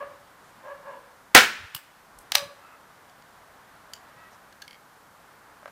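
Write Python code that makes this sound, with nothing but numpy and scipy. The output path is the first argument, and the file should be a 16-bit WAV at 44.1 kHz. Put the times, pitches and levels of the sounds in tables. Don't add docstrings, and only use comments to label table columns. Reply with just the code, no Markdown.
import sys
import numpy as np
from scipy import signal
from scipy.fft import rfft, irfft
from scipy.io import wavfile
from scipy.ndimage import uniform_filter1d

SR = 44100
rng = np.random.default_rng(int(sys.argv[2]) if len(sys.argv) > 2 else 0)


def int16_out(signal):
    q = np.round(np.clip(np.atleast_2d(signal).T, -1, 1) * 32767)
    wavfile.write(sys.argv[1], SR, q.astype(np.int16))


N = 251811
TIME = np.arange(N) / SR


def undb(db):
    return 10 ** (np.asarray(db) / 20)


def unit(x):
    return x / np.sqrt(np.mean(x ** 2))


def add(out, start_s, x):
    i = int(round(start_s * SR))
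    x, i = x[max(-i, 0):], max(i, 0)
    out[i:i + len(x)] += x[:max(len(out) - i, 0)]


def colour(x, outline, size=4096):
    hz, db = np.transpose(outline)
    grid = np.maximum(np.fft.rfftfreq(size, 1 / SR), 1)
    gain = undb(np.interp(np.log(grid), np.log(hz), db))
    cepstrum = irfft(np.log(gain))
    cepstrum[1:size // 2] *= 2
    cepstrum[size // 2 + 1:] = 0
    return signal.fftconvolve(x, irfft(np.exp(rfft(cepstrum))))[:len(x)]


def resonate(x, hz, width):
    return signal.lfilter(*signal.iirpeak(hz, hz / width, fs=SR), x)


def resonate_twice(x, hz, width):
    return resonate(resonate(x, hz, width), hz, width)


def bands(x, centres):
    grid = np.log(np.maximum(np.fft.rfftfreq(len(x), 1 / SR), 1))
    spectrum = rfft(x)
    return [irfft(spectrum * np.interp(grid, np.log(centres), w), len(x)) for w in np.eye(len(centres))]


def drift(rate_hz):
    hold = int(SR / rate_hz)
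    steps = np.repeat(rng.standard_normal(N // hold + 1), hold)
    return np.sqrt(1.5) * uniform_filter1d(steps, hold)[:N]


def burst(decay_s, size=4096):
    t = TIME[:size]
    envelope = np.exp(-t / decay_s) * (1 - np.exp(-t / (0.47 * decay_s)))
    x = rng.standard_normal(size) * envelope
    for _ in range(2):
        x = irfft(np.exp(1j * np.angle(rfft(x)))) * envelope ** (1 / 8)
    return x / np.linalg.norm(x)


# frequency in Hz, relative spectral density in dB.
ROAD_SPECTRUM = [(15, -54.5), (25, -9.5), (87, -6), (157, -3.5), (270, -5.5), (301, -4.5), (326, -7.5),
                 (531, -3.5), (988, 0.5), (1560, -2), (2690, -14.5), (2910, -14.5), (5430, -17.5),
                 (14800, -21), (16000, -46.5)]


def traffic(steady_db=-54, opening_db=7, opening_fade_s=0.4, swell_db=1.23, flicker_db=0.48):
    noise = unit(colour(rng.standard_normal(N), ROAD_SPECTRUM))
    *roads, hiss = bands(noise, [60, 200, 500, 1000, 1800, 3500, 6000])
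    level_db = steady_db + opening_db * np.exp(-TIME / opening_fade_s) + swell_db * drift(2)
    hum = sum(band * undb(flicker_db * drift(9)) for band in roads) * undb(level_db)
    whine = resonate_twice(rng.standard_normal(N), hz=15320, width=40)
    return hum + undb(-66) * unit(hiss) + undb(-82) * unit(whine)


def dog_voice(calls, throat, fundamental_db, jaw_db, jaw_width_hz, rasp, jitter=0.018):
    out = np.zeros(N)
    for start_s, length_s, onset_hz, middle_hz, end_hz, db, roughness, jaw_hz in calls:
        progress = np.linspace(0, 1, int(length_s * SR))
        breath, wobble = rng.standard_normal((2, SR // 2))[:, :len(progress)]
        pitch = np.interp(progress, [0, 0.34, 0.63], [onset_hz, middle_hz, end_hz])
        pitch *= 1 + jitter * roughness * unit(uniform_filter1d(wobble, size=120))
        phase = 2 * np.pi * np.cumsum(pitch) / SR
        overtones = sum(np.sin(k * phase) / k ** 1.2 for k in range(2, 7))
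        folds = undb(fundamental_db) * np.sin(phase) + overtones
        source = folds + rasp * roughness * breath * (1 + np.cos(phase))
        formants = [(jaw_hz, jaw_width_hz, jaw_db), *throat]
        voice = sum(undb(gain) * resonate_twice(source, hz, width) for hz, width, gain in formants)
        effort = np.interp(progress, [0, 0.3, 0.79, 1], [0, 1, 1, 0])
        add(out, start_s, undb(db) * unit(voice * effort))
    return out


def gardens(x, echo_db, t60_s=0.6):
    tail = rng.standard_normal(SR) * undb(-60 * TIME[:SR] / t60_s)
    return x + undb(echo_db) * signal.fftconvolve(x, tail / np.linalg.norm(tail))[:N]


# start and length in seconds, onset, middle and end pitch in Hz,
# level in dB, roughness from 0 to 1, jaw resonance in Hz.
BARK_CALLS = [(0, 0.047, 536.5, 574, 564, -37.5, .34, 1090), (.622, .124, 512, 530, 566, -43, .3, 990),
              (.825, .15, 486.7, 578, 493, -43.5, .32, 965), (2.33, 0.12, 614, 580, 564, -42, .24, 1170)]
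# frequency and width in Hz, gain in dB.
BARK_THROAT = [(553, 130, 4), (1649.4, 120, 0.5), (2220, 220, -15), (2770, 200, -16.5)]


def barks():
    voice = dog_voice(BARK_CALLS, BARK_THROAT, fundamental_db=-6, jaw_db=2, jaw_width_hz=270, rasp=7.3)
    return gardens(voice, echo_db=-2)


def soft_contacts(rows, relative_width):
    out = np.zeros(N)
    t = TIME[:SR // 4] - 1 / 8
    for peak_s, db, hz, half_s in rows:
        noise = resonate_twice(rng.standard_normal(len(t)), hz, relative_width * hz)
        swell = noise * np.exp(-(t / half_s) ** 2)
        rms = np.sqrt(np.sum(swell ** 2) / (half_s * SR))
        add(out, peak_s + t[0], undb(db) * swell / rms)
    return out


# peak time in seconds, level in dB, centre in Hz, half-length in seconds.
CLOTH_BRUSHES = [(.47, -66, 7050, 0.049), (2.189, -44, 8540, 0.0024), (2.213, -59.5, 9200, 0.021),
                 (4.34, -62, 5450, 0.022)]


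def brushes():
    return soft_contacts(CLOTH_BRUSHES, relative_width=0.72)


# frequency in Hz, gain in dB.
BLAST_SPECTRUM = [(30, -17), (100, -14.5), (220, -7), (500, -3.5), (1000, -4), (1700, -0.8), (2800, -1.7),
                  (4500, -5.5), (7000, -12.5), (11000, -19), (16000, -18.5)]
# frequency in Hz, level in dB, T60 in seconds.
BOARD_AND_TOOL_MODES = [(52, -35.5, 0.1985), (99.46, -29.5, 0.2), (206, -26, .16), (233.8, -22.5, .18),
                        (340, -18.5, 0.14), (497.6, -12.5, 0.18), (735, -11.5, 0.19), (790.3, -18.5, 0.16),
                        (1424, -18.5, 0.23), (1470, -20, .25), (1660, -14, .25), (1854, -14.5, 0.19),
                        (2243, -15, 0.31), (3070, -20.5, .2), (2840, -19.5, .22), (3483, -16.5, .22),
                        (3770, -16, 0.24)]


def shot(start_s=1.3488, charge_db=42, gas_db=25):
    blast, ring = np.zeros((2, N))
    add(blast, start_s - 0.0003, undb(charge_db) * burst(0.0024) + undb(gas_db) * burst(0.014))
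    add(blast, start_s - 0.0035, burst(0.003))
    blast = colour(blast, BLAST_SPECTRUM)
    t = TIME[:SR // 2]
    for hz, db, t60_s in BOARD_AND_TOOL_MODES:
        add(ring, start_s, undb(db - 60 * t / t60_s) * np.sin(2 * np.pi * hz * t))
    echo = yard_echo(blast, scatter_db=-40, near_db=-3, fence_s=0.011, wall_db=-5.5, linger=0.93)
    return blast + ring + echo


# band centre in Hz, early level in relative dB, early T60 in seconds
# (scaled by linger), late level in relative dB, late T60 in seconds.
YARD_DECAY = [(59.22, -2.5, 0.27, -23.5, .8), (250, -11.5, 0.52, -35.5, .7), (697, -2, .25, -22.5, 0.61),
              (1660, 7.5, 0.25, -14, 0.88), (3650, -1.5, .29, -25.5, 1), (7000, 2.5, 0.26, -26, 0.9),
              (14770, -0.5, 0.27, -32.5, 0.74)]
# delay in seconds, relative level in dB.
WALL_SLAPS = [(0.017, -13), (0.0214, -18), (.027, -12), (0.038, -19.5), (.068, -38.5), (0.086, -30.5)]


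def yard_echo(x, scatter_db, near_db, fence_s, wall_db, linger):
    t = TIME[:SR]
    response = np.zeros(SR)
    noises = bands(rng.standard_normal(SR), [row[0] for row in YARD_DECAY])
    for noise, (_, early_db, early_s, late_db, late_s) in zip(noises, YARD_DECAY):
        early = undb(early_db - 60 * t / (early_s * linger))
        late = undb(late_db - 60 * t / late_s)
        response += noise * (early + late)
    before_fence = (1 - np.tanh((t - fence_s) / 0.0023)) / 2
    response *= undb(scatter_db + near_db * before_fence)
    for delay_s, db in WALL_SLAPS:
        add(response, delay_s, undb(db + wall_db) * burst(0.0017))
    return signal.fftconvolve(x, response)[:N]


# peak time in seconds, level in dB, centre in Hz, half-length in seconds.
DULL_BUMPS = [(1.605, -50, 90, 0.011), (1.648, -47, 75, 0.015), (1.758, -45, 141, 0.0078),
              (2.19, -58.5, 45, 0.039), (2.37, -52, 65, 0.011), (2.428, -49.5, 130, 0.0104),
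              (2.467, -50.5, 104, 0.0096), (4.166, -58, 141, 0.0107)]


def bumps():
    return soft_contacts(DULL_BUMPS, relative_width=0.61)


def strike(hits, modes, low_cut_hz):
    out = np.zeros(N)
    low_cut = signal.butter(2, low_cut_hz, "high", fs=SR, output="sos")
    for start_s, db, scrape_s, bright_db in hits:
        force = colour(burst(scrape_s), [(1000, 0), (14000, 2 * bright_db)])
        ring = sum((-1) ** k * undb(gain) * resonate(force, hz, width)
                   for k, (hz, width, gain) in enumerate(modes))
        ring = signal.sosfilt(low_cut, ring)
        add(out, start_s, undb(db) * ring / np.linalg.norm(ring))
    return out


# frequency and width in Hz, relative gain in dB.
MUZZLE_MODES = [(1160, 430, -10), (2900, 170, 1.5), (3400, 350, -2), (4855, 1010, -5), (7220, 760, -9),
                (8370, 450, -1.5), (11450, 500, 0.5), (14700, 660, 2)]
# start in seconds, energy in dB, scrape time in seconds, brightness in dB.
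MUZZLE_CONTACTS = [(1.7468, -5.5, 0.0042, -4), (1.751, -28, 0.003, 4), (1.7612, -13.5, 0.00367, -7)]


def muzzle():
    return strike(MUZZLE_CONTACTS, MUZZLE_MODES, low_cut_hz=500)


BARREL_MODES = [(784, 223, -4.5), (1280, 170, -4.5), (1630, 370, -5), (2300, 430, -0.5), (3200, 870, 1),
                (4070, 460, 4), (4980, 380, 1), (5580, 90, 0.5), (5860, 320, -2), (8000, 2400, -13),
                (9300, 440, -4.5), (13600, 2100, -13)]
BARREL_CONTACTS = [(2.319, 2.5, 0.0013, -0.5), (2.3362, -24, 0.011, -5), (2.3436, -11, 0.0014, -3),
                   (2.3503, 4.5, 0.0032, 9), (2.3523, 12.5, 0.0018, -2)]


def barrel():
    return strike(BARREL_CONTACTS, BARREL_MODES, low_cut_hz=540)


WHINE_CALLS = [(2.58, 0.207, 690, 662, 648, -57.5, 0.37, 1330),
               (4.14, 0.165, 615, 653, 642, -58, 0.11, 1870)]
WHINE_FORMANTS = [(1330, 380, -3.5), (1860, 300, -8), (2570, 333, -7)]


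def whines():
    voice = dog_voice(WHINE_CALLS, WHINE_FORMANTS,
                      fundamental_db=-8, jaw_db=-7.5, jaw_width_hz=330, rasp=5.8)
    return gardens(voice, echo_db=-5.5)


LATCH_MODES = [(1510, 225, -8), (3090, 200, 0.5), (4687, 170, 3.5), (5580, 910, -9), (7020, 650, -5),
               (10700, 2500, -15.5), (13800, 2400, -17)]
LATCH_CONTACTS = [(3.0957, -34, 0.0021, -4), (3.222, -35, .002, -3), (3.9343, -12, 0.002, 0)]


def latch():
    return strike(LATCH_CONTACTS, LATCH_MODES, low_cut_hz=902)


CARTRIDGE_MODES = [(1150, 110, -10), (1653, 98, 8.5), (2920, 260, 3.5), (3530, 247, 4), (4370, 250, 7.5),
                   (6300, 900, -2.5), (9300, 2100, -10), (12900, 3400, -12)]
CARTRIDGE_CONTACTS = [(4.5245, -30, 0.002, 0.0047), (4.6185, -16, 0.0035, 0.0068), (4.622, -25, 0.0014, 0)]


def cartridge():
    return strike(CARTRIDGE_CONTACTS, CARTRIDGE_MODES, low_cut_hz=900)


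# frequency and width in Hz, relative gain in dB.
RATTLE_MODES = [(2180, 71, 9.5), (3220, 170, 4), (4500, 220, 0.5), (5030, 150, -3), (5630, 250, -10),
                (9600, 1800, -17.5), (13000, 2300, -24)]


def cartridge_rattle(start_s=4.6785, first_flight_s=0.0303, rebound=0.69, loss_db=3, dull_db=3):
    elapsed = first_flight_s * np.cumsum(rebound ** np.arange(4))
    landings = start_s + np.append(0, elapsed)
    hits = [(s, -19.5 - k * loss_db, 0.00092, 4.5 - k * dull_db) for k, s in enumerate(landings)]
    return strike(hits, RATTLE_MODES, low_cut_hz=1200)


WOOD_MODES = [(590, 67, 9.5), (1323, 150, 3), (1580, 130, -0.5), (2170, 380, -6), (4520, 2900, -23)]
WOOD_CONTACTS = [(5.629, -24, 0.00053, -9), (5.6574, -13.5, 0.00093, -1.5), (5.676, -19.5, 0.0042, 4)]


def wood_knock():
    return strike(WOOD_CONTACTS, WOOD_MODES, low_cut_hz=399)


def scene():
    distant = barks() + whines()
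    movement = bumps() + brushes()
    bang = shot()
    clicks = muzzle() + barrel() + latch() + cartridge() + cartridge_rattle() + wood_knock()
    echo = yard_echo(clicks, scatter_db=-42.5, near_db=4.5, fence_s=0.0038, wall_db=-6.5, linger=0.97)
    mono = traffic() + distant + movement + bang + clicks + echo
    return np.array([mono, mono])


def record(dry, ceiling=0.8, top_hz=15900):
    clipped = dry / (1 + (dry / ceiling) ** 8) ** (1 / 8)
    lowpass = signal.firwin(255, top_hz, fs=SR, window=("kaiser", 8))
    return signal.fftconvolve(clipped, lowpass[None], mode="same", axes=1)


dry = scene()
out = record(dry)
int16_out(out)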